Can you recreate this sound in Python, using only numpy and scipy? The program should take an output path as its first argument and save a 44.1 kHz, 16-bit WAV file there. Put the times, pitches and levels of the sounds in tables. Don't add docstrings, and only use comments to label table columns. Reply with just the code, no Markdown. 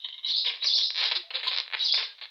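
import sys
import numpy as np
from scipy import signal
from scipy.fft import rfft, irfft, next_fast_len
from scipy.io import wavfile
from scipy.ndimage import uniform_filter1d

SR = 44100
rng = np.random.default_rng(int(sys.argv[2]) if len(sys.argv) > 2 else 0)


def dump_mix(stems):
    frames = np.atleast_2d(stems).T
    limited = np.clip(frames, -1, 1)
    pcm = np.round(limited * 32767).astype(np.int16)
    wavfile.write(sys.argv[1], SR, pcm)


def rack_gain(trim_db):
    fader = np.asarray(trim_db, float)
    return 10 ** (fader / 20)


N = 101429


def curve(points, hz):
    p = np.array(points)
    return np.interp(np.log(hz + 1), np.log(p[:, 0]), p[:, 1])


def colour(x, points):
    size = 4096
    half = size // 2
    response = rack_gain(curve(points, np.arange(half + 1) * SR / size))
    cepstrum = irfft(np.log(response))
    cepstrum[1:half] *= 2
    cepstrum[half + 1:] = 0
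    impulse = irfft(np.exp(rfft(cepstrum)))[:half]
    return signal.fftconvolve(x, impulse)[:N]


def highpass(x, order, hz):
    return signal.sosfilt(signal.butter(order, hz, "high", fs=SR, output="sos"), x)


def drift(rate):
    settle = 4000
    r = np.exp(-2 * np.pi * rate / SR)
    x = signal.lfilter([1], [1, -2 * r, r * r], rng.standard_normal(N + settle))[settle:]
    return x / x.std()


def window(start, length, attack, release):
    t = np.arange(N) / SR - start
    return np.clip(t / attack, 0, 1) * np.exp(-np.clip(t - length, 0, None) / release)


# frequency in Hz, level in dB.
FLOOR = [(25, -26.5), (150, -45), (600, -26.5), (1600, -27.5), (3800, -21), (5500, -25.5), (7000, -42),
         (15500, -43)]
FLOOR_DB, HUSH_DUCK = -67.5, 14


def hush(squeals):
    noise = colour(rng.standard_normal(N), FLOOR)
    loudness = uniform_filter1d(np.abs(squeals), size=2000)
    return rack_gain(FLOOR_DB) * noise / noise.std() / (1 + HUSH_DUCK * loudness)


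def rumble():
    x = signal.lfilter(*signal.iirpeak(100, 100 / 20, SR), rng.standard_normal(N))
    return rack_gain(-95) * x / x.std()


# start in seconds, length in seconds, slips per second, level in dB, skin level in dB.
TOUCHES = [
    (.001, 0.065, 2500, -29, -15),
    (.0432, 0.014, 6000, -23, 12.5),
    (.085, 0.016, 1500, -19.5, 4.5),
    (.124, 0.0041, 3200, -22.5, -27),
    (.14, 0.0096, 960, -18, 10.5),
    (.178, 0.016, 2800, -24.5, 12.5),
    (.23, 0.082, 1800, -19.5, 8),
]
# start in seconds, length in seconds, slips per second, level in dB, skin level in dB.
RUBS = [(.28, 0.038, 1500, -20.5, -11), (.445, .015, 1800, -21.5, -4.5), (.456, 0.048, 4200, -23.5, -0.5),
        (0.496, 0.08, 400, -26.5, 3.5), (0.62, 0.011, 2300, -31, 7), (.642, 0.015, 2800, -23.5, 3.5),
        (.78, 0.034, 1200, -16, -3.5), (.994, 0.037, 4100, -19, 0.5), (1.028, 0.033, 1500, -18, -2.5),
        (1.06, 0.045, 1800, -30, 7.5), (1.111, 0.011, 1400, -15, 6), (1.124, 0.069, 1000, -29.5, -15.5),
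        (1.303, 0.0081, 4800, -25, -1), (1.335, 0.035, 2100, -19.5, -0.5), (1.387, 0.025, 2300, -28, 2.5),
        (1.429, 0.056, 11000, -30.5, 6), (1.462, 0.04, 4900, -20, -11), (1.509, 0.04, 5600, -24.5, -0.5),
        (1.56, 0.05, 2400, -36.5, 13), (1.755, 0.11, 1100, -20.5, -6.5), (1.922, 0.0093, 2100, -21, -12.5),
        (1.937, 0.005, 2500, -24.5, 11.5), (1.974, 0.054, 4000, -37.5, 16.5), (2.03, 0.026, 3000, -24, -9),
        (2.212, 0.024, 1300, -24, -4.5)]
# frequency in Hz, level in dB.
TOUCH = [(1500, -34), (2600, -24), (3100, 4), (3420, -6.5), (3750, 7), (4300, -13.5), (4800, -41),
         (16000, -58)]
# frequency in Hz, level in dB.
TOUCH_SKIN = [(200, -60.5), (280, -42.5), (600, -51), (1050, -24.5), (1500, -46), (2100, -18),
              (2500, -43.5), (4000, -76)]
# frequency in Hz, level in dB.
SLIP = [(1200, -27), (2000, -31), (2800, -10.5), (3800, 6.5), (5200, -7), (5900, -16.5), (6800, -48.5),
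        (16000, -62)]
# frequency in Hz, level in dB.
SKIN = [(200, -48.5), (450, -12), (750, -13), (1000, -8), (1350, -11), (2300, -1), (3300, -1.5),
        (6000, -90)]
SLIP_SPREAD_DB, RUB_LUMPS_DB = 5.5, 2.5
RUB_ATTACK_S, RUB_RELEASE_S = 0.002, 0.0054
SKIN_SHARE = 0.14


def rubs(table, contact, body):
    sharp, skin = np.zeros(N), np.zeros(N)
    chance = rng.random((2, N))
    lumps = rack_gain(RUB_LUMPS_DB * np.array([drift(85), drift(53)]))
    excess = np.minimum(rng.exponential(1, (2, N)), 2.5)
    sizes = rack_gain(SLIP_SPREAD_DB * excess) * rng.choice([-1, 1], (2, N)) * lumps
    for start, length, rate, db, skin_db in table:
        envelope = rack_gain(db) * window(start, length, RUB_ATTACK_S, RUB_RELEASE_S)
        rub = sizes * (chance < rate / SR) * envelope
        sharp += rub[0]
        skin += (SKIN_SHARE * rub[0] + rub[1]) * rack_gain(skin_db)
    return colour(sharp, contact) + colour(skin, body)


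# frequency in Hz, level in dB.
AIR = [(5500, -99.5), (6300, -29.5), (8000, -40.5), (12000, -47), (16000, -45)]
# start in seconds, length in seconds, extra gain.
WIPE = (1.428, .068, 2.5)


def friction_hiss(contact):
    strength = uniform_filter1d(np.abs(contact), size=40)
    hiss = colour(strength * rng.standard_normal(N), AIR)
    start, length, extra = WIPE
    return hiss * (1 + extra * window(start, length, .005, .01))


EARLY_T60_S, EARLY_DB = 0.07, -9.5
ROOM_T60_S, ROOM_DB = 0.35, -5.5


def room(x):
    t = np.arange(SR // 2) / SR
    tail = 0
    for t60, db in ((EARLY_T60_S, EARLY_DB), (ROOM_T60_S, ROOM_DB)):
        part = rng.standard_normal(len(t)) * rack_gain(-60 * t / t60) * (t > .001)
        tail = tail + rack_gain(db) * part / np.sqrt(np.sum(part ** 2))
    return signal.fftconvolve(x, tail)[:N]


# time in seconds, frequency in Hz.
TAUT = [(0, 4550), (.235, 4850), (.27, 6200), (.5, 5900), (.6, 5560), (.645, 6370), (.93, 6040),
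        (1.2, 5470), (1.3, 4970), (1.5, 5100), (1.6, 5940), (1.68, 4930), (1.72, 4580), (1.76, 4880),
        (1.83, 6600), (2.05, 6000), (2.15, 4900), (2.3, 4670)]
# centre in Hz, width in Hz, depth from 0 to 1.
HOLLOWS = [
    (850, 150, .7),
    (1407, 300, 1),
]
EDGE_HZ, LEAK_DB = 200, -37
REGRIP_S = 1.0


def taut(x):
    size = 2 * next_fast_len(N // 2 + SR // 20)
    t = np.arange(N) / SR
    hz = np.arange(size // 2 + 1) * SR / size
    spectrum = rfft(x, size)
    edge = np.interp(t, *np.transpose(TAUT))
    out, below = 0, 0
    for top in np.append(np.arange(4200, 7000, 200), 2 * SR):
        lowpass = 1 / (1 + np.exp(np.clip((hz - top) / 60, -50, 50)))
        upto = irfft(spectrum * lowpass)[:N]
        carried = 1 / (1 + np.exp(np.clip((top - edge) / EDGE_HZ, -50, 50)))
        out = out + (upto - below) * (rack_gain(LEAK_DB) + carried)
        below = upto
    first_grip = np.clip((REGRIP_S - t) / 0.019, 0, 1)
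    for centre_hz, width_hz, depth in HOLLOWS:
        peak = signal.lfilter(*signal.iirpeak(centre_hz, centre_hz / width_hz, SR), out)
        out = out - depth * first_grip * peak
    return out


# time in seconds, peak level in dB.
SNAPS = [(0.087, -22), (1.3567, -14), (1.3672, -21), (1.371, -20), (1.3954, -23), (1.4004, -22),
         (1.4082, -28), (1.5157, -19), (1.532, -15), (1.5419, -21), (1.5507, -21), (1.5641, -13),
         (1.5736, -23), (1.5758, -10), (1.5856, -8), (1.5929, -22), (1.6015, -9), (1.6158, -25),
         (1.6361, -28), (1.6629, -30), (1.6797, -25), (1.7025, -30), (1.7136, -29), (1.7154, -40),
         (1.7258, -22), (1.7285, -27), (1.7351, -17), (1.7373, -18), (1.7419, -17), (1.7443, -16),
         (1.7489, -15), (1.7509, -15), (1.7711, -24), (2.1838, -37), (2.1871, -36), (2.1898, -34),
         (2.1927, -38), (2.1965, -36), (2.204, -40), (2.2123, -35), (2.2142, -26), (2.2224, -28),
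         (2.2258, -28), (2.2295, -27), (2.2412, -30), (2.2445, -34), (2.2472, -28), (2.2558, -24),
         (2.2581, -32)]
# time in seconds, peak level in dB.
TICKS = [(0.6441, -14), (0.9047, -12), (0.9466, -19), (0.9535, -22), (0.9583, -16), (0.9604, -24),
         (0.966, -15), (0.9719, -17), (0.9771, -13), (0.9801, -14), (0.9823, -17), (0.9849, -15),
         (0.9871, -16), (0.9895, -16), (0.9917, -16), (0.9934, -15), (1.0557, -14), (1.0593, -16),
         (1.0623, -15), (1.0663, -16), (1.0681, -15), (1.0708, -17), (1.0743, -15), (1.0783, -18),
         (1.0822, -17), (1.0861, -16), (1.0897, -16), (1.1005, -22), (1.1055, -22), (1.114, -17),
         (1.1178, -14), (1.1203, -16), (1.1223, -14), (1.1283, -20), (1.1533, -14), (1.1569, -12),
         (1.1606, -11), (1.164, -12), (1.1666, -12), (1.1697, -12), (1.1728, -13), (1.1757, -17),
         (1.1783, -19), (1.1811, -23)]
# start in seconds, number of slips, first gap in seconds, gap ratio per slip, level in dB.
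CREAKS = [
    (1.0327, 10, 0.0026, 1, -15),
]
# time in seconds, level in dB.
GRIP = [(0.95, -7.5), (1.001, -5.5), (1.101, -11.5), (1.55, -7), (1.62, -15), (1.691, 4), (1.76, 3),
        (2.2, -3)]
SNAP_DB, CREAK_DB = 19, 18.5
CREAK_JITTER, CREAK_SPREAD_DB = .06, 2.2
DULLING = .2
CLICK_RING_S, CLICK_RING_DB = .007, -10


def slips():
    clicks = np.zeros(N)
    for start, count, gap, change, db in CREAKS:
        k = np.arange(count)
        timing, strength = rng.standard_normal((2, count))
        gaps = gap * change ** k * (1 + CREAK_JITTER * timing)
        s = start + np.cumsum(gaps) - gap
        clicks[(s * SR).astype(int)] += rack_gain(db + CREAK_DB + CREAK_SPREAD_DB * strength)
    for s, db in list(TICKS) + list(SNAPS):
        clicks[int((s - .0004) * SR)] += rack_gain(db + SNAP_DB)
    grip_db = np.interp(np.arange(N) / SR, *np.transpose(GRIP))
    sharp = colour(clicks * rack_gain(DULLING * (grip_db.min() - grip_db)), SLIP)
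    skin = colour(clicks * rack_gain(grip_db), SKIN)
    t = np.arange(SR // 20) / SR
    ring = rng.standard_normal(len(t)) * rack_gain(-60 * t / CLICK_RING_S)
    ring = rack_gain(CLICK_RING_DB) * ring / np.sqrt(np.sum(ring ** 2))
    ring[0] = 1
    return highpass(signal.fftconvolve(sharp + skin, ring)[:N], 2, 700)


# time in seconds, pitch in Hz, level in dB.
SQUEALS = [
    [(.234, 3707, -28), (.258, 4093, -33.5), (.275, 5830, -32.5), (.292, 3496, -25), (.318, 4530, -34.5),
     (.342, 3492, -27), (.37, 5212, -25.5), (.393, 3500, -25.5), (.405, 5150, -38)],
    [(.41, 5525, -55.5), (.45, 4890, -31.5)],
    [(.597, 3690, -42), (.628, 3915, -27), (.645, 5816, -27.5), (.668, 4700, -16.5), (.687, 3508, -30.5),
     (.72, 3568, -27.5), (.752, 5496, -16), (.768, 3613, -25), (.79, 3295, -43)],
    [(.795, 3534, -35), (.82, 3685, -25), (.842, 5383, -23), (.86, 3645, -36.5), (.885, 4725, -44),
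     (.925, 3974, -43)],
    [(1.792, 3631, -31), (1.807, 3800, -25), (1.828, 6150, -43), (1.852, 4870, -18.5), (1.87, 3597, -31.5),
     (1.908, 3330, -32), (1.925, 4933, -16), (1.942, 5334, -29), (1.958, 3530, -26)],
    [(1.96, 3622, -25), (1.975, 5290, -36.5), (1.995, 3645, -41.5), (2.015, 5220, -44.5),
     (2.045, 3700, -48.5)],
]
# time in seconds, pitch in Hz, level in dB.
TURN = [
    (.458, 3900, -10.5),
    (.48, 2720, -30.5),
    (.494, 4090, -48.5),
]
# frequency in Hz, level in dB.
MIC = [(1500, -24), (2500, -3), (3700, -2), (4200, -5.5), (5000, -12), (5700, -16), (6400, -13)]
# frequency in Hz, level in dB.
GRIT = [(250, -38), (600, -10), (1100, -14.5), (1450, -92.5), (2300, -31.5), (3000, -39.5), (6500, -69)]
WOBBLE_HZ, WOBBLE_RATE_HZ = 60, 300
FLUTTER_DB, FLUTTER_RATE_HZ = 3, 400
SQUEAL_EDGE_S, SQUEAL_GRIT_DB = 0.008, -18
SECOND_FINGER_S, SECOND_FINGER_DB, SECOND_FINGER_PITCH = .023, -3, 1.04


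def squeal(strokes):
    out, grit_gain = np.zeros(N), np.zeros(N)
    fingers = ((0, 0, 1), (SECOND_FINGER_S, SECOND_FINGER_DB, SECOND_FINGER_PITCH))
    for lag, finger_db, pitch in fingers:
        t = np.arange(N) / SR - lag
        wobble = 2 * WOBBLE_HZ * np.tanh(.5 * drift(WOBBLE_RATE_HZ))
        flutter = rack_gain(finger_db + 2 * FLUTTER_DB * np.tanh(.5 * drift(FLUTTER_RATE_HZ)))
        for rows in strokes:
            s, hz, db = np.transpose(rows)
            glide = uniform_filter1d(np.interp(t, s, pitch * hz), size=250)
            phase = 2 * np.pi * np.cumsum(glide + wobble) / SR
            envelope = window(s[0] + lag, s[-1] - s[0], SQUEAL_EDGE_S, SQUEAL_EDGE_S)
            gain = flutter * rack_gain(np.interp(t, s, db)) * envelope
            out += gain * np.sin(phase)
            grit_gain += gain
    grit = colour(grit_gain * rng.standard_normal(N), GRIT)
    return colour(out, MIC) + rack_gain(SQUEAL_GRIT_DB) * grit


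def overtones(squeals):
    bent = squeals * np.abs(squeals) ** .5 + squeals ** 2
    return rack_gain(-17) * highpass(bent, 8, 9000)


# start in seconds, length in seconds, frequency in Hz, level in
# dB.
HUMS = [(0.283, 0.028, 235, -61), (1.015, 0.012, 1010, -41), (1.111, 0.0037, 955, -33.5),
        (1.161, 0.048, 355.4, -54), (0.464, 0.026, 982, -48), (0.507, .02, 467.5, -56.5),
        (1.343, 0.02, 1140, -51.5), (1.235, 0.09, 676, -61), (1.341, 0.038, 526.3, -44),
        (1.466, 0.02, 1029, -36), (2.069, 0.063, 1630, -55)]


def hums():
    bend = 1 + 0.012 * drift(40)
    flutter = rack_gain(2.0 * drift(43))
    out = np.zeros(N)
    for start, length, hz, db in HUMS:
        tone = np.sin(2 * np.pi * np.cumsum(hz * bend) / SR)
        out += rack_gain(db) * window(start, length, 0.0027, 0.0097) * tone
    return out * flutter


CLICK_WET_DB, SQUEAL_WET_DB = -4, 11.5
LOW_CUT_HZ = 327


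def scene():
    rub = rubs(TOUCHES, TOUCH, TOUCH_SKIN) + rubs(RUBS, SLIP, SKIN) + squeal([TURN])
    clicks = slips()
    high = squeal(SQUEALS)
    reflected = room(rub + rack_gain(CLICK_WET_DB) * clicks + rack_gain(SQUEAL_WET_DB) * high)
    near = taut(rub + high + clicks + reflected)
    near = near + friction_hiss(rub + clicks) + overtones(high)
    near = highpass(near, 4, LOW_CUT_HZ)
    return (near + hums() + hush(high) + rumble())[None]


def top_cut(x):
    return signal.sosfilt(signal.butter(12, 15800, fs=SR, output="sos"), x)


def record(dry):
    return top_cut(dry)


dry = scene()
out = record(dry)
dump_mix(out)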